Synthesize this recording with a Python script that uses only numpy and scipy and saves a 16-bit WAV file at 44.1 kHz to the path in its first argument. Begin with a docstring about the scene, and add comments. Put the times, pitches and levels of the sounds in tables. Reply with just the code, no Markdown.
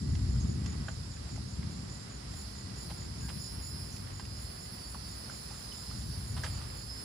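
"""From the start, distant thunder rolls in overlapping peals, shocks dulled by air, above a low drone and leaf wash.
Far cicadas hiss as merged noise and narrow voices; two crickets chirp by wing strokes, in and out of step.
Raindrops ring the modes of nearby leaves, brief bird chips slur down and a thin far whistle swells.
A nearer cicada, built from overtones of its tymbal clicks, then winds up in three surges and holds its buzz.
Bigger drops scatter in short crackles from its second surge on, and one husky squeak rises soon after."""
import sys
import numpy as np
from scipy import signal
from scipy.fft import rfft, irfft
from scipy.io import wavfile
from scipy.ndimage import uniform_filter1d

SR = 44100
rng = np.random.default_rng(int(sys.argv[2]) if len(sys.argv) > 2 else 0)


def unload_audio(sound):
    """Save the sound as a 16-bit wav file, at the path given as the first command line argument."""
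    columns = np.transpose(np.atleast_2d(sound))
    # keep every value between -1 and 1, then stretch to whole-number steps
    steps = np.round(np.clip(columns, -1, 1) * 32767)
    wavfile.write(sys.argv[1], SR, steps.astype(np.int16))


N = 310464
TIME = np.arange(N) / SR
FREQ = np.fft.rfftfreq(N, 1 / SR) + 1e-3  # the offset keeps logarithms finite


def undb(db):
    """Amplitude ratio: 20 dB is a factor of ten."""
    return 10 ** (np.asarray(db) / 20)


def unit(x):
    """Normalisation to an rms amplitude of 1."""
    return x / np.sqrt(np.mean(x ** 2))


def curve(rows, axis=1):
    """Linear interpolation in time of one column of a table."""
    rows = np.asarray(rows)
    return np.interp(TIME, rows[:, 0], rows[:, axis])


def colour(x, points):
    """Spectral shaping by (frequency_hz, gain_db) points, falling steeply outside them."""
    hz, db = np.transpose(points)
    octaves_outside = np.abs(np.log2(FREQ / np.clip(FREQ, hz.min(), hz.max())))
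    gain_db = np.interp(np.log(FREQ), np.log(hz), db) - 40 * octaves_outside
    return irfft(rfft(x) * undb(gain_db), N)


def resonate(x, hz, width_hz):
    """Damped resonance with gain 1 at its centre."""
    return signal.lfilter(*signal.iirpeak(hz, hz / width_hz, SR), x)


def walk(rate):
    """Slow random modulation, rms 1: levels held 1 / rate s and smoothed twice."""
    k = int(SR / rate)
    steps = np.repeat(rng.standard_normal(N // k + 1), k)
    return unit(uniform_filter1d(uniform_filter1d(steps, k), k)[:N])


def surround(pair, wide_hz, spread=1.4):
    """Diffuse-field coherence: long waves reach both ears alike, short ones do not."""
    mid, side = rfft(pair)
    ratio = FREQ / wide_hz
    share = ratio ** 2 / np.abs(1 - ratio ** 2 + 1j * ratio / spread)
    both = mid + side * share * np.array([[1], [-1]])
    return irfft(both / np.sqrt(1 + share ** 2), N)


def foliage(x, t60, wet_db):
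    """Diffuse reverberation: direct sound and a decaying tail thrown back by trunks and leaves."""
    t = TIME[:SR // 2]
    tail = rng.standard_normal((2, len(t))) * undb(-60 * t / t60)
    tail *= undb(wet_db) / np.sqrt(np.sum(tail ** 2, axis=1, keepdims=True))
    tail[:, 0] += 1  # direct sound
    heard = signal.fftconvolve(x[None], tail, axes=1)[:, :N]
    return heard / np.sqrt(1 + undb(wet_db) ** 2)


def swell(start, rise_s, hold_s, fade_s):
    """Envelope: linear rise, hold, then exponential decay with time constant fade_s."""
    t = TIME - start
    return np.clip(t / rise_s, 0, 1) * np.exp(-np.maximum(t - rise_s - hold_s, 0) / fade_s)


def swells(rows, axis=4):
    """Incoherent addition: overlapping swells add in power, at the levels of one column."""
    return np.sqrt(sum((undb(row[axis]) * swell(*row[:4])) ** 2 for row in rows))


def thunder(claps_per_s=420, scatter_db=0.5, steady_s=0.082, split_hz=105, wide_hz=390, boom_db=0.0, upper_db=0):
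    """Delayed arrival: shocks from all along the channel overlap as thuds, dulled by miles of air."""
    # spectrum left by the long path through air: frequency_hz, gain_db
    roll_colour = [(25, -49), (40, -16), (50, -14.5), (62, 0.5), (76, -3), (95, -3.5), (122, -3),
                   (175, -9.5), (205, -9), (300, -20.5), (400, -24), (520, -47)]
    # peals, one for each stretch of the lightning channel:
    # start_s, rise_s, hold_s, fade_s, boom_db, upper_rumble_db
    peals = [(0, 0.023, 0.04, 0.08, -42, -37), (.03, 0.07, 0.26, 0.37, -30.7, -37),
             (.42, 0.022, 0.033, 0.41, -52, -37.5), (.74, 0.043, 0.027, 0.025, -41.5, -39),
             (.9, 0.067, 0.24, .15, -47, -53), (1.29, 0.047, 0.077, 0.23, -44, -42.5),
             (1.53, 0.048, 0.059, 0.17, -41, -41.5), (1.72, 0.035, .1, 0.45, -53, -46),
             (2.18, 0.11, 0.074, 0.095, -45.5, -53), (2.35, 0.36, .4, 0.55, -47, -47.5),
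             (3.17, 0.025, 0.074, 0.059, -43, -46.5), (3.31, 0.037, 0.047, 0.032, -51, -43.5),
             (3.51, 0.023, 0.032, 0.14, -40.5, -51), (3.69, 0.04, 0.14, 0.61, -45, -48.5),
             (4.18, 0.067, .08, 0.26, -45.5, -56), (4.85, 0.21, 0.099, 0.071, -49.5, -62),
             (5.84, 0.11, 0.27, 0.39, -41, -47), (6.27, 0.084, 0.036, 0.054, -38, -43),
             (6.42, 0.036, 0.09, 0.13, -39, -49.5)]
    mutter_db = -53  # the far echoes that never quite die between peals
    lurch_db = 1

    arrivals = rng.random((2, N)) < claps_per_s / SR
    strengths = undb(scatter_db * rng.standard_normal((2, N)))
    shocks = arrivals * rng.choice([-1, 1], (2, N)) * strengths
    rumble = surround(colour(shocks, roll_colour), wide_hz)
    # far stretches of the channel send only a boom; nearer ones keep their upper rumble
    boom = irfft(rfft(rumble) / (1 + (FREQ / split_hz) ** 8), N)
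    out = 0
    for part, loud, db in ((boom, swells(peals), boom_db), (rumble - boom, swells(peals, axis=5), upper_db)):
        power = uniform_filter1d(np.mean(part ** 2, axis=0), int(steady_s * SR))
        steady = part / np.sqrt(power)
        out = out + steady * np.hypot(loud, undb(mutter_db)) * undb(db + lurch_db * walk(14))
    return out


def drops(push_s=0.0013, leaf_db=7, spatter_db=7, spray_db=8, small_per_s=9, small_db=-61):
    """Impulsive excitation: a drop rings the leaf's modes while water spatters; tiny ones fall between."""
    # drops on leaves, levels before the common gains: start_s, leaf_db, pitch_hz, spatter_db, fine_spray_db
    falls = [(0.1515, -53, 890, -47.5, -53), (0.358, -50.5, 1430, -54, -66),
             (0.66, -49, 1100, -46.5, -46.5), (0.729, -53, 905, -56, -67), (0.883, -33.5, 1564, -46.5, -54),
             (0.887, -37, 1500, -58, -63), (0.889, -42, 640, -58, -68), (1.36, -49, 1340, -57, -54),
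             (1.378, -45, 710, -62, -66), (1.629, -53, 1070, -50.5, -66), (2.338, -48, 760, -52, -58),
             (2.901, -48, 1020, -51, -61), (2.906, -47, 617, -50, -65), (2.913, -45, 830, -62, -65),
             (3.019, -51, 1940, -63, -68), (3.286, -44, 900, -53, -66), (3.291, -45, 1750, -43, -55),
             (3.964, -64, 1380, -52, -49), (4.196, -43.5, 1014, -52.5, -53.5),
             (4.198, -45.5, 1610, -58, -62), (4.251, -56, 1620, -51, -52), (4.946, -40.5, 1166, -59, -60),
             (4.953, -45, 900, -65, -64), (5.297, -40.5, 1390, -63, -59), (5.511, -47, 860, -64, -54),
             (5.912, -45.5, 1210, -60, -54), (6.371, -46, 1210, -51, -57),
             (6.4355, -32.5, 1620, -49, -44.5), (6.4405, -40, 1254, -42, -50),
             (6.4435, -37, 1740, -46, -49), (6.449, -40, 1270, -50, -53), (6.463, -40, 1700, -45, -68)]
    # modes of a struck leaf: pitch_multiple, t60_s, level_db
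    leaf_modes = [(.42, 0.015, -8), (.78, 0.02, -10.5), (1, 0.017, 2.5), (1.15, 0.022, -9),
                  (1.55, .016, -11.5), (2.1, 0.019, -22)]

    leaves, spatter, spray = np.zeros((3, N + SR))
    t = TIME[:SR // 10]
    draws = rng.random((int(small_per_s * TIME[-1]), 3))
    small = [(when * TIME[-1], small_db + 6 * size, 750 + 1300 * pitch, small_db + 3.0, small_db - 14)
             for when, size, pitch in draws]
    # a sharp snap, then the droplets fly apart
    splash = (np.exp(-t / .0035) + .35 * np.exp(-t / .011)) * (1 - np.exp(-t / .0005))
    for at, db, hz, coarse_db, fine_db in list(falls) + small:
        leaf = np.zeros(len(t))
        for ratio, t60, mode_db in leaf_modes:
            decay = np.exp(-np.log(1000) * t / t60)
            leaf += undb(mode_db) * decay * np.sin(2 * np.pi * (ratio * hz * t + rng.random()))
        span = slice(int(at * SR), int(at * SR) + len(t))
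        leaves[span] += undb(db + leaf_db) * leaf * (1 - np.exp(-t / push_s))
        spatter[span] += undb(coarse_db + spatter_db) * splash * rng.standard_normal(len(t))
        spray[span] += undb(fine_db + spray_db) * splash * rng.standard_normal(len(t))
    water = colour(spatter[:N], [(700, -20), (1600, 3.0), (2500, 4.0), (4500, 1.5)])
    water += colour(spray[:N], [(4500, 7.0), (6500, 3), (9000, -10)])
    return foliage(leaves[:N] + water, .07, -6)


def scatters(per_s=1600, scatter_db=4.5, gain_db=0, wet_db=-6):
    """Random impulse train: big drops burst into droplets that crackle through the lower leaves."""
    # bursts of droplets: start_s, rise_s, hold_s, fade_s, level_db
    bursts = [(2.9, 0.007, .015, 0.04, -60), (3.288, 0.0046, .008, 0.022, -51),
              (5.49, .02, 0.018, 0.054, -52.5), (5.66, 0.097, .2, 0.37, -60),
              (6.362, 0.0066, 0.0086, 0.026, -46), (6.434, 0.0026, 0.014, 0.031, -42.5),
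              (6.52, 0.026, 0.069, 0.06, -55.5)]
    # spectrum of the crackle: frequency_hz, gain_db
    crackle_colour = [(450, -5.5), (800, -1), (1200, 1), (1700, -2), (2300, -8.5), (3500, -4),
                      (6000, -13.5), (8500, -10.5)]

    arrivals = rng.random(N) < per_s / SR
    droplets = arrivals * rng.choice([-1, 1], N) * undb(scatter_db * rng.standard_normal(N))
    crackle = unit(colour(droplets, crackle_colour)) * swells(bursts)
    return undb(gain_db) * foliage(crackle, 0.76, wet_db)


def cicada(body_db=1.4, body_follow=0.4, ribs_db=1.5, throb=0.11):
    """Source and resonator: tymbal clicks drive the hollow abdomen; effort adds a bright rib sizzle."""
    # tymbal buckling: time_s, click_rate_hz
    tymbal = [(2.4, 146), (2.8, 149.3), (3.3, 148.9), (3.9, 148.8), (4.1, 145.8), (4.45, 145.5),
              (4.75, 144.5), (5.1, 144.6), (5.35, 144.2), (5.9, 144.4), (7, 144.1)]
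    # resonance of the hollow abdomen: frequency_hz, gain_db
    abdomen = [(3900, -20), (4170, -9), (4330, -7.5), (4470, -8), (4620, -5), (4770, -5), (4930, -2),
               (5060, -2), (5190, -1), (5360, -4), (5500, -14)]
    # resonance of the tymbal ribs: frequency_hz, gain_db
    ribs = [(7900, -27.5), (9000, 7.5), (9500, 3.5), (9950, 3.5), (10300, 3.5), (10900, -6), (12100, -23),
            (13200, -2.5), (14300, -14), (15000, -7), (15700, -22)]
    # moments when one overtone sings out: start_s, rise_s, hold_s, fade_s, lift_db, overtone_number
    sing_outs = [(2.74, .08, .06, .05, 5, 34), (3.1, .15, .5, .15, 4.5, 28), (3.28, .1, .42, .1, 8.5, 34),
                 (3.38, .12, .33, .08, 7.5, 36), (4.12, .12, .15, .12, 9, 34),
                 (4.18, .12, .15, .12, 5.5, 30), (4.6, .15, .4, .07, 8.5, 32), (5.15, .1, .15, .1, 6.5, 36),
                 (5.6, .08, .12, .08, 6.5, 36), (5.78, .05, .04, .03, 7, 35), (5.7, .3, .9, .2, 4.5, 32),
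                 (6.62, .06, .06, .04, 4.5, 35), (6.8, .08, .15, .08, 8.5, 36)]
    # surges, the last sustained, before the body and rib gains: start_s, rise_s, hold_s, fade_s, level_db
    surges = [(2.29, 0.11, .02, 0.14, -55.5), (2.71, 0.12, .03, 0.21, -54.5), (3.1, 0.22, 0.44, 0.6, -54),
              (4.17, 0.32, 3.6, 0.15, -54.5)]
    # wind in the leaves makes overtones fade (dB) and waver (cycles), and the body's buzz flutter (dB)
    fade_db, waver, flutter_db = 2.5, .075, 1.3
    skirt_db = -13  # share of each overtone that the leaves scatter into a rough skirt
    rib_tone_db = -5  # rib overtones relative to the rasp

    rate = curve(tymbal)
    cycles = np.cumsum(rate * (1 + .001 * walk(18))) / SR

    def overtone(order):
        """Multipath propagation: each overtone swells and wavers alone through the moving leaves."""
        phase = 2 * np.pi * (order * cycles + waver * walk(70) + rng.random((2, 1)))
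        skirt = (walk(110) * np.sin(phase) + walk(110) * np.cos(phase)) / np.sqrt(2)
        return undb(fade_db * walk(26)) * (np.sin(phase) + undb(skirt_db) * skirt)

    body = np.zeros((2, N))
    for order in range(27, 38):
        ring_db = np.interp(order * rate, *np.transpose(abdomen))
        lift_db = sum(row[4] * swell(*row[:4]) for row in sing_outs if round(row[5]) == order)
        body += undb(ring_db + lift_db) * overtone(order)
    body = unit(body * undb(flutter_db * walk(30)))

    rib_tones = unit(sum(overtone(order)[0] for order in range(66, 72)))
    rasp = rng.standard_normal(N) * (1 + throb * np.cos(2 * np.pi * cycles))
    sizzle = unit(colour(rasp, ribs)) + undb(rib_tone_db) * unit(colour(rib_tones, ribs))
    sizzle = sizzle * undb(1.2 * walk(25))
    # a copy delayed 12 samples spreads the sizzle between left and right
    sizzle = np.array([sizzle, np.roll(sizzle, 12)])

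    loud = swells(surges)
    effort = loud / loud.max()
    buzz = undb(body_db) * body * effort ** body_follow
    return loud.max() * (buzz + undb(ribs_db) * sizzle * effort)


def cricket(chirps, hz, stroke_hz, length_s, sag, wet_db, gain_db):
    """Resonant stridulation: wing strokes gate one ringing pitch, which sags as each stroke slows."""
    grass_t60_s = .12  # how long the song lingers in the foliage
    loud, pitch = np.zeros(N), np.full(N, float(hz))
    for (at, db), (tune, shift) in zip(chirps, rng.standard_normal((len(chirps), 2))):
        near = np.abs(TIME - at) < length_s / 2
        t = TIME[near] - at
        stroke = (t * stroke_hz + shift) % 1
        chirp_shape = np.sqrt(np.abs(np.cos(np.pi * t / length_s)))
        loud[near] = undb(db) * np.sin(np.pi * stroke) ** 2 * chirp_shape
        pitch[near] = hz * (1 + 0.00186 * tune - sag * (stroke - .5))
    song = loud * np.sin(2 * np.pi * np.cumsum(pitch * (1 + 0.00396 * walk(500))) / SR)
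    return undb(gain_db) * foliage(song, grass_t60_s, wet_db)


def low_cricket():
    """Amplitude-gated tone: the lower wing resonance, chirp by chirp."""
    # chirps, levels before the common gain: centre_s, level_db
    chirps = [(.126, -61), (.319, -60), (.502, -55.5), (.70, -54.5), (.903, -58), (1.143, -58),
              (1.337, -59), (1.513, -60), (1.739, -62), (1.932, -57), (2.139, -56.5), (2.395, -56.5),
              (2.59, -58), (2.80, -55.5), (3.015, -55.5), (3.228, -54.5), (3.438, -53), (3.655, -53.5),
              (3.929, -60), (4.164, -57.5), (4.405, -59), (4.633, -58), (4.889, -61), (5.12, -59),
              (5.346, -57), (5.577, -62), (5.789, -59), (5.985, -60), (6.301, -57), (6.55, -56),
              (6.798, -58)]
    return cricket(chirps, hz=6957, stroke_hz=44.3, length_s=0.0935, sag=0.026, wet_db=-2.5, gain_db=8.5)


def chirp_times(runs, sway_s=0.0073, scatter_db=1.0):
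    """Jittered periodicity: an even beat in each run, swaying in time and strength (centre_s, level_db)."""
    beats = [(at, db) for first, end, period, db in runs for at in np.arange(first, end, period)]
    return np.array(beats) + rng.standard_normal((len(beats), 2)) * [sway_s, scatter_db]


def high_cricket():
    """Amplitude-gated tone: the higher wing resonance, in nearly periodic runs of chirps."""
    # runs of chirps: first_chirp_s, end_s, period_s, level_db
    runs = [(.22, .75, 0.2, -55), (.89, 2.15, 0.22, -55.5), (2.39, 3.75, .213, -54.5),
            (3.965, 7.1, 0.23, -55)]
    chirps = chirp_times(runs)
    return cricket(chirps, hz=7350, stroke_hz=41.6, length_s=.12, sag=0.038, wet_db=1, gain_db=0.0)


def chorus(level_db=-52, voices_db=-21.0, lead_hz=5360, lead_db=-16):
    """Incoherent superposition: far cicadas merge into hiss; voices rise and sink, one holds its note."""
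    # spectrum of the far cicadas: frequency_hz, gain_db
    chorus_colour = [(3300, -11.5), (4100, -2.5), (4600, 0.5), (5150, 4), (5400, -0.5), (5700, -5),
                     (7700, -11.5), (8800, -8), (9400, -13.5), (10400, -4), (11200, -11.5), (12200, -72),
                     (13800, -26), (15500, -27)]

    hiss = unit(colour(rng.standard_normal((2, N)), chorus_colour))
    for hz in np.linspace(4450, 5350, 7):
        voice = unit(resonate(resonate(rng.standard_normal((2, N)), hz, 65), hz, 65))
        hiss = hiss + voice * undb(voices_db + 4 * walk(12))
    lead_cycles = np.cumsum(lead_hz + 10 * walk(60)) / SR
    lead = np.sin(2 * np.pi * (lead_cycles + rng.random((2, 1))))
    hiss = hiss + lead * undb(lead_db + 2.1 * walk(3.2))
    return hiss * undb(level_db + 0.91 * walk(0.8) + .5 * walk(25.07))


def far_crickets(level_db=-63):
    """Narrow-band noise: more crickets further off blur into a trembling band."""
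    band_colour = [(6600, -31), (6950, -15.0), (7150, 12.0), (7450, 7.0), (7650, -18.0)]
    band = colour(rng.standard_normal((2, N)), band_colour)
    return unit(band) * undb(level_db + 2.0 * walk(11))


def birds():
    """Frequency glide: each chip is a brief husky note that slurs down and fades among the trees."""
    # chip notes, levels before a common gain:
    # start_s, final_pitch_hz, downward_slur_hz, huskiness (fraction of pitch), level_db, fade_s
    chips = [(.400, 6500, 500, .035, -47.5, 0.028), (3.915, 6000, 200, .03, -52, 0.04),
             (5.718, 2900, 450, .025, -45, 0.011)]
    slur_s = 0.0042  # how quickly a chip drops to its final pitch

    song = np.zeros(N)
    for at, hz, slur_hz, husk, db, fade_s in chips:
        t = np.maximum(TIME - at, 0)
        pitch = (hz + slur_hz * np.exp(-t / slur_s)) * (1 + husk * walk(1500))
        note = np.sin(2 * np.pi * np.cumsum(pitch) / SR)
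        song += undb(db + 2.5) * note * (1 - np.exp(-t / 0.0016)) * np.exp(-t / fade_s)
    return foliage(song, 0.16, -1)


def squeak(start_s=3.222, length_s=0.067, from_hz=1570, to_hz=1720, level_db=-56, rough=0.028):
    """Frequency modulation: one soft squeak glides up, random pitch shifts making it slightly husky."""
    along = np.clip((TIME - start_s) / length_s, 0, 1)
    pitch = (from_hz + (to_hz - from_hz) * along ** 2) * (1 + rough * walk(400))
    tone = np.sqrt(np.abs(np.sin(np.pi * along))) * np.sin(2 * np.pi * np.cumsum(pitch) / SR)
    return undb(level_db) * foliage(tone, 0.25, -13)


def whistle(hz=1959, gain_db=-4, waver_db=-0.5):
    """Amplitude modulation: a thin, faint, nearly pure tone comes and goes far away."""
    # swells, levels before the common gain: start_s, rise_s, hold_s, fade_s, level_db
    rises = [(-.05, .05, .15, 0.2, -64), (.5, 0.13, 0.24, .08, -61.5), (1.82, 0.11, 0.044, 0.11, -62),
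             (2.45, 0.068, 0.22, 0.085, -61.5)]
    floor_db = -68.5  # between swells, before the common gain
    loud = np.hypot(swells(rises), undb(floor_db + waver_db * walk(3.7)))
    return np.sin(2 * np.pi * np.cumsum(hz + 4 * walk(25.07)) / SR) * loud * undb(gain_db)


def drone(hz=57, width_hz=9, level_db=-53):
    """Resonant filtering: twice-resonated noise makes a faint, unsteady low drone under the thunder."""
    tone = resonate(resonate(rng.standard_normal(N), hz, width_hz), hz, width_hz)
    return unit(tone) * undb(level_db)


def air(level_db=-52.0):
    """Broadband diffuse noise: the soft wash of leaves and far country."""
    # spectrum of open air and foliage: frequency_hz, gain_db
    air_colour = [(45, 10), (62, -6), (90, 0), (200, 8), (330, 4), (500, 2.5), (800, -0.5), (1150, -0.5),
                  (1700, -3), (2400, -6.5), (3500, -8.5), (6300, -27.5), (7900, -34), (11000, -26.5)]
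    wash = surround(colour(rng.standard_normal((2, N)), air_colour), 503)
    return unit(wash) * undb(level_db + .25 * walk(1.9) + .9 * walk(14))


def scene():
    """Superposition: thunder from a little to the left, with air, insects, birds and drops."""
    left, right = thunder()
    storm = np.array([left, np.pad(right, (10, 0))[:N]])  # 10 samples later on the right
    low, high = low_cricket(), high_cricket()
    weather = storm + drone() + air()
    insects = chorus() + cicada() + low + high + far_crickets()
    rain = drops() + scatters()
    return weather + insects + rain + squeak() + birds() + whistle()


def record(dry):
    """Interchannel level difference: the right hears more upper middle range; the top is cut."""
    # the two microphones: frequency_hz, left_minus_right_db
    ears = [(60, 1), (110, 1.5), (200, 1), (380, -0.5), (700, 1), (1290, -4), (2380, -2.5), (4400, -12),
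            (8120, -3.5), (15000, 2.5)]
    top_hz = 15500
    hz, db = np.transpose(ears)
    tilt_db = np.interp(np.log(FREQ), np.log(hz), db) * np.array([[.5], [-.5]])
    mean_power = np.mean(undb(tilt_db) ** 2, axis=0)
    heard = irfft(rfft(dry) * undb(tilt_db) / np.sqrt(mean_power), N)
    return signal.sosfilt(signal.ellip(8, .2, 70, top_hz, fs=SR, output="sos"), heard)


dry = scene()
out = record(dry)
unload_audio(out)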